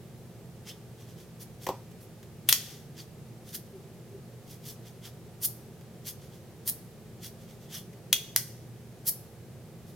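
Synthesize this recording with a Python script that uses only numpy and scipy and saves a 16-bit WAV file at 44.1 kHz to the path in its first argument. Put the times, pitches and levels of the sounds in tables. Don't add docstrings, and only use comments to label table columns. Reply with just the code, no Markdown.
import sys
import numpy as np
from scipy import signal
from scipy.fft import rfft, irfft, next_fast_len
from scipy.io import wavfile
from scipy.ndimage import uniform_filter1d, map_coordinates

SR = 44100
rng = np.random.default_rng(int(sys.argv[2]) if len(sys.argv) > 2 else 0)


def file_out(sig):
    cols = np.atleast_2d(sig).T
    lim = np.clip(cols, -1, 1)
    pcm = np.round(lim * 32767).astype(np.int16)
    wavfile.write(sys.argv[1], SR, pcm)


N = 438794

# top band's peak t/s, level before band trims/dB, brightness/dB, rise from 6 dB down/s
SLIDES = [(.693, -44, 0, .02), (1.421, -45.8, 12, .015), (1.642, -48.5, 6, .02), (2.025, -56, 16, .02),
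          (2.512, -32, 4, .016), (2.68, -50, -1.5, .09), (3.0, -48.5, -2.5, .025), (3.496, -51.5, 6, .026),
          (3.552, -35.5, 11, .013), (4.518, -50, 6, .028), (4.686, -43, 7.5, .03), (4.878, -54.5, 1, .024),
          (5.064, -47, 0, .023), (5.453, -24, 21, .018), (6.085, -35.5, 10, .018), (6.693, -25, 20.5, .016),
          (7.256, -41.5, 6, .022), (7.756, -40, 4, .03), (9.089, -23, 23.5, .0155), (9.893, -59, 8, .024)]
# f/Hz, relative level/dB
CONTACT_BANDS = [
    [(150, -42), (350, -17.5), (700, -6.5), (1100, -5.5), (1600, 0), (2000, 2), (2450, -3), (3500, -43.5)],
    [(600, -56.5), (1500, -21.5), (2300, -11), (2800, -2.5), (3450, 2), (4200, -8.5), (8000, -44.5)],
    [(1200, -51), (3200, -19.5), (4400, -4), (6300, -3), (7200, -7.5), (8500, -9), (12000, -23.5)],
    [(1500, -58), (6500, -22.5), (8500, -2.5), (10500, 3), (13500, 4), (15500, -2)],
]
CONTACT_ALIKE = [0.8, 0.944, 0.73, 0.72]
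RELEASE_ABOVE_DB = -30


def amp(db):
    return 10 ** (np.asarray(db) / 20)


def unit(x):
    return x / np.sqrt(np.mean(x ** 2) + 1e-20)


def along(points, hz):
    f, v = np.transpose(points)
    return np.interp(np.log(hz + 1), np.log(f + 1), v)


def wobble(rate):
    knots = rng.standard_normal(int(N * rate / SR) + 4)
    return map_coordinates(knots, [np.arange(N) * rate / SR])


def filtered(x, response):
    n = x.shape[-1]
    m = next_fast_len(n + 4096)
    return irfft(rfft(x, m) * response(np.fft.rfftfreq(m, 1 / SR)), m)[..., :n]


def causal(gain, size=2048):
    cepstrum = irfft(np.log(gain(np.fft.rfftfreq(size, 1 / SR)) + 1e-6))
    cepstrum[1:size // 2] *= 2
    cepstrum[size // 2 + 1:] = 0
    return irfft(np.exp(rfft(cepstrum)))


def add(track, s, sound):
    part = track[..., round(s * SR):][..., :sound.shape[-1]]
    part += sound[..., :part.shape[-1]]


def pair(n, alike):
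    mid, side = rng.standard_normal((2, n))
    turn = np.arccos(np.clip(alike, 0, 1)) / 2
    return np.cos(turn) * mid + np.sin(turn) * np.array([side, -side])


def shares(*relative_db):
    gains = amp([*relative_db, 0])
    return gains / np.linalg.norm(gains)


def steel(band):
    # f/Hz, width/Hz, lift/dB
    plate = [(3260, 300, 2), (5700, 700, 1)]

    def lift(hz):
        return sum(db / (1 + (2 * (hz - centre_hz) / width) ** 2) for centre_hz, width, db in plate)

    return causal(lambda hz: amp(along(band, hz) + lift(hz)))


def rush(spectrum):
    # f/Hz, correlation
    likeness = [(30, 0.52), (100, 0.9), (500, 0.93), (1500, 0.62), (5000, 0.23), (14000, 0.22)]

    def mid_side(hz):
        turn = np.arccos(np.clip(along(likeness, hz), -1, 1)) / 2
        return amp(along(spectrum, hz)) * [np.cos(turn), np.sin(turn)]

    mid, side = filtered(rng.standard_normal((2, N)), mid_side)
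    return unit(np.array([mid + side, mid - side]))


def background(rumble_db=-48.5, hiss_db=-62.5, waver_db=2.0, drift_rad=0.58):
    # f/Hz, relative density level/dB
    rumble = [(20, -29), (48, -13.5), (68, -12.5), (115, -1), (175, -1), (205, -11), (245, -9.5),
              (272, -19.5), (330, -10.5), (410, -10), (600, -18.5), (730, -19.5), (1050, -28.5),
              (2500, -40)]
    # f/Hz, relative density level/dB
    hiss = [(710, -24.5), (1200, 0.5), (1350, -3.5), (1700, -1), (3150, -4), (14500, -9.5), (16000, -27)]
    # f/Hz, nominal rms level before waver and balance/dB
    hum_lines = [(119.4, -56.5), (221, -61), (343, -76.5), (522, -72)]
    t = np.arange(N) / SR
    hum = np.zeros(N)
    for hz, db in hum_lines:
        level = np.sqrt(2) * amp(db + waver_db * wobble(3))
        hum += level * np.sin(2 * np.pi * hz * t + drift_rad * wobble(3))
    balance = amp([[-.4], [.4]])
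    return (amp(rumble_db) * rush(rumble) + hum) * balance + amp(hiss_db) * rush(hiss)


def scrapes(grit_db=2, jerk_db=1.4, sharpness=1.9, trim_db=(-1.5, -1.3, 0), body_db=-7, lead=(.3, .15, 0)):
    fall_over_rise, edge_fall_over_rise = 1.1, .6
    rasp_db, rasp_slope = 2.8, .55
    t = np.arange(N) / SR
    power = np.zeros((3, N))
    for s, db, bright_db, rise in [*SLIDES, *rubs()]:
        near = slice(max(round((s - .2) * SR), 0), round((s + .2) * SR))
        u = t[near] - s + rise * np.array(lead)[:, None]
        fall = rise * (edge_fall_over_rise if db > RELEASE_ABOVE_DB else fall_over_rise)
        away = np.abs(u) / np.where(u < 0, rise, fall)
        swell = .5 ** (away ** sharpness)
        colour = shares(-bright_db, rasp_db - rasp_slope * bright_db)
        power[:, near] += (amp(db) * colour[:, None] * swell) ** 2
    slips = amp(grit_db * wobble(3000) + jerk_db * wobble(250))
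    out = np.zeros((2, N))
    band_powers, band_trims = [power[0], *power], [body_db, *trim_db]
    for band, alike, p, db in zip(CONTACT_BANDS, CONTACT_ALIKE, band_powers, band_trims):
        rasp = signal.oaconvolve(pair(N, alike) * slips, steel(band)[None], axes=1)[:, :N]
        out += amp(db) * np.sqrt(p) * unit(rasp)
    return out


def squeaks(width_hz=380, settle_s=.02):
    # t/s, Gaussian half length/s, settled f/Hz, climb left at the peak/Hz, rms level at the peak/dB
    caught = [(.693, .016, 5300, 0, -51), (.702, .016, 3550, 520, -49.5), (2.997, .013, 4680, 0, -51.5),
              (5.055, .01, 3256, 0, -54), (7.75, .0056, 5750, 0, -42), (7.754, .035, 3250, 0, -53.5)]
    out, t = np.zeros(N), np.arange(-SR // 10, SR // 10) / SR
    for s, half, hz, climb_hz, db in caught:
        noise = rng.standard_normal(len(t))
        drive = unit(filtered(noise, lambda f: 1 / (1 + (f / width_hz) ** 4)))
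        pitch = np.maximum(hz - climb_hz * np.exp(-t / settle_s), hz / 3)
        tone = np.sqrt(2) * np.sin(2 * np.pi * np.cumsum(pitch) / SR)
        add(out, s + t[0], amp(db) * np.exp(-(t / half) ** 2 / 2) * drive * tone)
    return out


def rubs(scatter=.2, scatter_db=1.5):
    # start t/s, end t/s, mean level of a rub before band trims/dB
    fidgets = [(.97, 1.27, -59), (6.2, 6.42, -56.5), (7.39, 7.66, -58)]
    gap_s, rise_s, bright_db = .09, .026, -1
    rows = []
    for start, end, db in fidgets:
        times = np.arange(start + gap_s / 2, end, gap_s)
        for s, (shift, size) in zip(times, rng.standard_normal((len(times), 2))):
            rows.append((s + scatter * gap_s * shift, db + scatter_db * size, bright_db, rise_s))
    return rows


def ticks(table, band_db, t60, level_db):
    out, t = np.zeros((2, N)), np.arange(SR // 20) / SR
    colour = sum(amp(db) * steel(band) for band, db in zip(CONTACT_BANDS, band_db))
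    for s, db in table:
        crack = unit(signal.fftconvolve(pair(len(t), .8), colour[None], axes=1)[:, :len(t)])
        add(out, s, amp(db + level_db - 60 * t / t60) * crack)
    return out


def knocks(sag=600):
    # t/s, gain on the summed modes/dB
    blows = [(1.6685, -23), (1.690, -16.8)]
    # f/Hz, relative level/dB, t60/s
    wood = [(378, -7.5, 0.056), (512, -2, 0.031), (840, -1.5, 0.017), (935, 1, .019), (990, -12.5, 0.014)]
    # centre t/s, f at the centre/Hz, peak level/dB, half length to 1/e/s
    bumps = [(3.761, 378, -43, 0.03), (3.863, 382, -51, 0.014), (4.149, 392, -46, 0.028)]
    contact_s, echo_s, echo_db = .0011, .013, -20
    out, t = np.zeros(N), np.arange(SR // 4) / SR
    modes = sum(amp(level - 60 * t / t60) * np.sin(2 * np.pi * hz * t) for hz, level, t60 in wood)
    knock = modes * (1 - np.exp(-(t / contact_s) ** 2))
    for s, db in blows:
        add(out, s, amp(db) * knock)
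        add(out, s + echo_s, amp(db + echo_db) * knock)
    u = t - t.mean()
    for s, hz, db, half in bumps:
        swell = np.exp(-(u / half) ** 2)
        add(out, s - t.mean(), amp(db) * swell * np.sin(2 * np.pi * (hz * u - sag * u ** 2 / 2)))
    return np.array([out, out])


def chatter(t60, alike, size=2048):
    t = (np.arange(size) - size // 4) / SR
    z = rfft(pair(size, alike) * amp(-60 * np.abs(t) / t60) * (t >= 0))
    power = uniform_filter1d(np.mean(np.abs(z) ** 2, axis=0), size=9)
    return irfft(z / np.sqrt(np.abs(power) + 1e-12)), t[0]


def snaps(left_db=.4, build_s=0.000498, count=3):
    # t/s, level of the energy packed into 1 ms before balance/dB, then body/dB, ring/dB and clack/dB
    # against the top band, first flight/s, level change per bounce/dB, gain on the free end's modes/dB
    hits = [(2.4896, -8.2, -16.5, -5, -10, .0031, -2.2, -31),
            (2.5265, -7.8, -12.5, -6.5, -.5, .0011, -3.2, -42),
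            (8.1287, -8.4, -15, -1, -3.5, .0022, -4.5, -8.3),
            (8.3621, -8, -13.5, -14, -4, .0022, -10.5, -36)]
    # f/Hz, relative level/dB, t60/s
    free_end = [(3310, -1.5, 0.02), (3150, -27, .018), (3300, -34.5, 0.27), (3500, -33.5, .32),
                (6300, 2, .009), (6600, -1, .007)]
    contact_t60_s = .0033
    flight_shrink, rattle_flights = .6, 4.2
    out, t = np.zeros((2, N)), np.arange(SR // 3) / SR
    colours = [steel(band) for band in CONTACT_BANDS]
    ring = sum(amp(level - 60 * t / t60) * np.sin(2 * np.pi * hz * t) for hz, level, t60 in free_end)
    for s, db, body_db, ring_db, clack_db, flight, bounce_db, free_db in hits:
        add(out, s, amp(free_db) * ring * (1 - np.exp(-t / build_s)))
        gains = shares(body_db, ring_db, clack_db)
        for k in range(count):
            delay = flight * sum(flight_shrink ** j for j in range(k))
            t60 = rattle_flights * flight if k else contact_t60_s
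            for colour, share, alike in zip(colours, gains, CONTACT_ALIKE):
                impacts, lead = chatter(t60, alike)
                burst = signal.fftconvolve(impacts, colour[None], axes=1)
                energy = np.sum(burst ** 2) / 2 / (SR / 1000)
                add(out, s + delay + lead, amp(db + k * bounce_db) * share * burst / np.sqrt(energy))
    return out * amp([[left_db], [-left_db]])


def edge_jumps():
    # delay from the slide's peak t/s, level against the slide before the common trim/dB
    catches = [(-.002, 8), (.0045, 10.5)]
    rows = []
    for s, db, *_ in SLIDES:
        if db > RELEASE_ABOVE_DB:
            rows += [(s + delay, db + catch_db) for delay, catch_db in catches]
    return rows


def room(x, alike, early_db, late_db, early_t60=0.16):
    # f/Hz, t60/s
    decay = [(300, .3), (1000, 0.25), (2000, 0.69), (3300, 0.56), (6000, 0.57), (15000, 0.41)]
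    n = SR * 3 // 5
    t = np.arange(n) / SR
    hz, frames, z = signal.stft(pair(n, alike), SR, nperseg=256)
    fading = z * amp(-60 * frames / along(decay, hz)[:, None])
    late = signal.istft(fading, SR, nperseg=256)[1][:, :n]
    early = pair(n, alike) * amp(-60 * t / early_t60)
    arrival = 1 - np.exp(-(t / .004) ** 2)
    tail = (amp(early_db) * unit(early * arrival) + amp(late_db) * unit(late * arrival)) / np.sqrt(n)
    mid = tail.mean(axis=0)
    tail = mid + filtered(tail - mid, lambda f: np.clip(f / 5000, 0, 1))
    return x + signal.fftconvolve(x, tail, axes=1)[:, :N]


def scene():
    # t/s, peak level before the common trim/dB
    light_touches = [(1.6661, -22), (1.688, -25), (1.9135, -45), (2.2288, -41.5), (5.8103, -46),
                     (7.9309, -44.5)]
    touches = ticks(light_touches, band_db=(1.5, 0, 1.5, -8), t60=0.048, level_db=-9)
    releases = ticks(edge_jumps(), band_db=(-20, -19, -10, -3), t60=0.015, level_db=-5.5)
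    slides = room(scrapes() + squeaks() + releases, alike=0.084, early_db=-7, late_db=-15)
    thuds = room(knocks(), alike=0.28, early_db=-4, late_db=-6)
    hits = room(snaps() + touches, alike=.1, early_db=-6.0, late_db=-12.5)
    return background() + slides + thuds + hits


def record(dry):
    top_hz = 16300
    return filtered(np.clip(dry, -1, 1), lambda hz: 1 / np.sqrt(1 + (hz / top_hz) ** 200))


dry = scene()
out = record(dry)
file_out(out)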